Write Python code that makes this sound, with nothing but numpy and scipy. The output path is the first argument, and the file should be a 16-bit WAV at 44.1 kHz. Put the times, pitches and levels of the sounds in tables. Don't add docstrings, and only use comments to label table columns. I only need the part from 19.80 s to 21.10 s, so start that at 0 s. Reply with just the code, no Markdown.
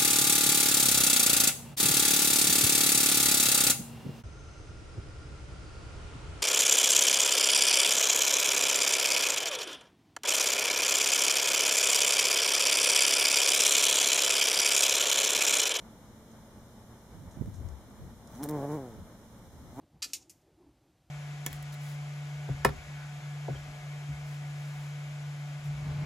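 import sys
import numpy as np
from scipy import signal
from scipy.fft import rfft, irfft
from scipy.io import wavfile

SR = 44100
rng = np.random.default_rng(int(sys.argv[2]) if len(sys.argv) > 2 else 0)


def unload_wav(signal):
    wavfile.write(
        sys.argv[1],
        SR,
        np.round(np.clip(np.atleast_2d(signal).T, -1, 1) * 32767).astype(np.int16),
    )


N = 57330

# (time [s], level [dB], dull above [Hz])
PRESS_HITS = [(0.2206, -32.5, 2970), (0.2246, -31.5, 9000), (0.2412, -36.5, 14300), (0.2985, -47.5, 893)]
# (frequency [Hz], relative level [dB])
PRESS_SPECTRUM = [(300, -38), (750, -13.5), (1050, -19), (1300, -1.5), (1550, -14.5), (2600, -5),
                  (4800, -0.5), (7400, 2), (8400, -3.5), (14000, -7.5)]
def press():
    return casing_hits(PRESS_HITS, PRESS_SPECTRUM, drive_column=0, attack_s=0.00051,
                       ring_t60_s=0.057, crack_db=-50, tail_db=-16.5)


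# (time [s], level [dB], dull above [Hz])
RELEASE_HITS = [(0.3332, -33, 14600), (0.4235, -63, 4950)]
# (frequency [Hz], relative level [dB])
RELEASE_SPECTRUM = [(300, -36), (1000, -22), (1800, -15.5), (2600, -0.5), (3200, -4), (5500, 3),
                    (7200, 5.5), (8300, -1), (9700, 2.5), (10900, -10), (13400, -10.5), (13900, -3)]
def release():
    return casing_hits(RELEASE_HITS, RELEASE_SPECTRUM, drive_column=1, attack_s=0.00026,
                       ring_t60_s=0.11, crack_db=-6.5, tail_db=-21)


# (time [s], level [dB], dull above [Hz])
SETTLE_HITS = [(0.4953, -49, 14500), (0.613, -71, 4070)]
# (frequency [Hz], relative level [dB])
SETTLE_SPECTRUM = [(300, -34), (1600, -34), (2000, -5.5), (2850, -9), (3900, -13), (4500, -2), (6200, 4),
                   (8600, -0.5), (9700, -2), (12500, -1.5), (14000, -2.5)]
def settle():
    return casing_hits(SETTLE_HITS, SETTLE_SPECTRUM, drive_column=2, attack_s=0.00058,
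                       ring_t60_s=0.082, crack_db=-20, tail_db=-14)


# (frequency [Hz], t60 [s], press drive [dB], release drive [dB], settle drive [dB])
CASING_MODES = [(1380, .06, -22, -32, -36), (1756, .09, -20, -32, -32), (2114, .1, -22, -21, -29),
                (2490, .11, -20, -25, -26), (2622, .09, -25, -16, -26), (2850, .09, -24, -24, -19),
                (3385, .09, -19, -24, -34), (4086, .085, -9, -14, -35), (4654, .08, -4, -9, -20),
                (5006, .085, -11, -26, -22), (5569, .09, -11, -4, -22), (6354, .08, -10, -18, -10),
                (6901, .08, -20, -4, -20), (7069, .08, -22, -10, -18), (7485, .07, -10, -19, -22),
                (9660, .07, -28, -12, -9), (10444, .09, -20, -19, -20), (11400, .07, -13, -30, -24),
                (13970, .1, -26, -10, -14)]
def casing_hits(hits, spectrum, drive_column, attack_s, **ring):
    t, gain, out = np.arange(N) / SR, colour(spectrum), np.zeros((2, N))
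    modes_db, cluster_db, width_db, width_build_s = 0.5, -0.5, -8.5, 0.013
    radiation = signal.butter(3, 880, "high", fs=SR, output="sos")
    cluster = amp(cluster_db) * casing_cluster(gain, t, **ring)
    side = treble(casing_cluster(gain, t, **ring), above_hz=5200)
    side *= amp(width_db) * (1 - np.exp(-t / width_build_s))
    attack = 1 - np.exp(-t / attack_s)
    for start_s, db, dull_hz in hits:
        mid = cluster
        for hz, t60, *drive_db in CASING_MODES:
            mode = np.sqrt(2) * np.sin(2 * np.pi * (hz * t + rng.random()))
            mid = mid + amp(modes_db + drive_db[drive_column]) * mode * fade(t, t60)
        softness = signal.butter(1, dull_hz, fs=SR, output="sos")
        stereo = np.array([mid + side, mid - side]) * attack
        hit = signal.sosfilt(np.vstack([softness, radiation]), stereo)
        start = int(start_s * SR)
        out[:, start:] += amp(db) * hit[:, :N - start]
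    return out


def casing_cluster(gain, t, ring_t60_s, crack_db, tail_db):
    hold_s, crack_s, treble_damping = 0.01, 0.0054, 0.059
    spectrum = rfft(noise(gain))
    octave = np.round(np.log2(np.maximum(freqs(), 1000) / 5000))
    falling_s = np.hypot(t, hold_s) - hold_s
    crack = amp(crack_db) * np.exp(-t / crack_s)
    tail = amp(tail_db) * fade(t, t60_s=0.37)
    out = 0
    for k in np.unique(octave):
        ring = fade(falling_s, ring_t60_s * 2 ** (-k * treble_damping))
        band = irfft(spectrum * (octave == k), N)
        out = out + band * np.hypot(ring + crack, tail)
    return out


# (centre [s], half length [s], level [dB], pitch [Hz], width [Hz])
SEAT_SCRAPES = [(0.418, 0.012, -62.5, 6240, 1300)]
def scrape():
    return rubs(SEAT_SCRAPES, friction_db=-13)


# (centre [s], half length [s], level [dB], pitch [Hz], width [Hz])
HAND_RUBS = [(0.036, 0.0088, -60.5, 305, 93), (0.157, 0.017, -59, 154, 96), (0.208, 0.034, -66, 63.5, 31.2),
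             (0.262, 0.0033, -57.5, 280, 106), (0.321, 0.063, -65.5, 302, 93),
             (0.431, 0.059, -67.5, 327, 81), (0.693, 0.04, -68, 378, 80), (0.822, 0.028, -62.5, 337, 40.7),
             (0.872, 0.048, -61.5, 301, 45.6), (0.901, 0.027, -66, 68, 39.6),
             (1.056, 0.048, -69.5, 321, 50), (1.29, 0.0079, -69.5, 66, 29.8)]
def handling():
    return rubs(HAND_RUBS, friction_db=-14.5)


def rubs(rows, friction_db):
    t, out = np.arange(N) / SR, 0
    for centre_s, half_s, db, hz, width_hz in rows:
        swell = np.exp(-((t - centre_s) / half_s) ** 2 / 2)
        body = noise(resonance(hz, width_hz))
        friction = amp(friction_db) * noise(resonance(hz=803, width_hz=240))
        rub = swell * (body + friction)
        out = out + amp(db) * rub * np.sqrt(np.sum(swell ** 2) / np.sum(rub ** 2))
    return out


# (frequency [Hz], relative level [dB])
AIR_SPECTRUM = [(15, -45), (25, -17), (35, -12.5), (48, -1.5), (160, -1), (208, -13.5), (237, -7.5),
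                (335, -5.5), (425, -19.5), (599, -10.5), (649, -14.5), (761, -14), (1070, -21),
                (1780, -24.5), (3630, -26.5), (4730, -28), (14000, -37)]
def pond_air():
    level_db, waver_db, ease_db_per_s = -68.5, 0.7, 3.5
    air = noise(colour(AIR_SPECTRUM))
    rumble = irfft(rfft(air) / (1 + (freqs() / 900) ** 2), N)
    waver = noise(np.exp(-freqs() / 8))
    easing_db = -ease_db_per_s * (np.arange(N) - N / 2) / SR
    mid = air + rumble * (amp(waver_db * waver + easing_db) - 1)
    side = amp(-4.5) * treble(noise(colour(AIR_SPECTRUM)), above_hz=6100)
    return amp(level_db) * np.array([mid + side, mid - side])


def amp(db):
    return 10 ** (np.asarray(db) / 20)


def noise(gain):
    x = irfft(rfft(rng.standard_normal(N)) * gain, N)
    return x / np.std(x)


def freqs():
    return np.maximum(np.fft.rfftfreq(N, 1 / SR), 1)


def colour(points):
    hz, db = np.array(points).T
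    return amp(np.interp(np.log(freqs()), np.log(hz), db))


def resonance(hz, width_hz):
    f = freqs()
    detuning = (f - hz ** 2 / f) / (2 * width_hz)
    return 1 / (1 + 2 * detuning ** 2)


def fade(t, t60_s):
    return np.exp(-np.log(1000) * t / t60_s)


def treble(x, above_hz):
    return signal.sosfilt(signal.butter(6, above_hz, "high", fs=SR, output="sos"), x)


def scene():
    return press() + release() + settle() + scrape() + handling() + pond_air()


def record(dry):
    return signal.sosfilt(signal.ellip(10, .2, 70, 14300, fs=SR, output="sos"), dry)


dry = scene()
out = record(dry)
unload_wav(out)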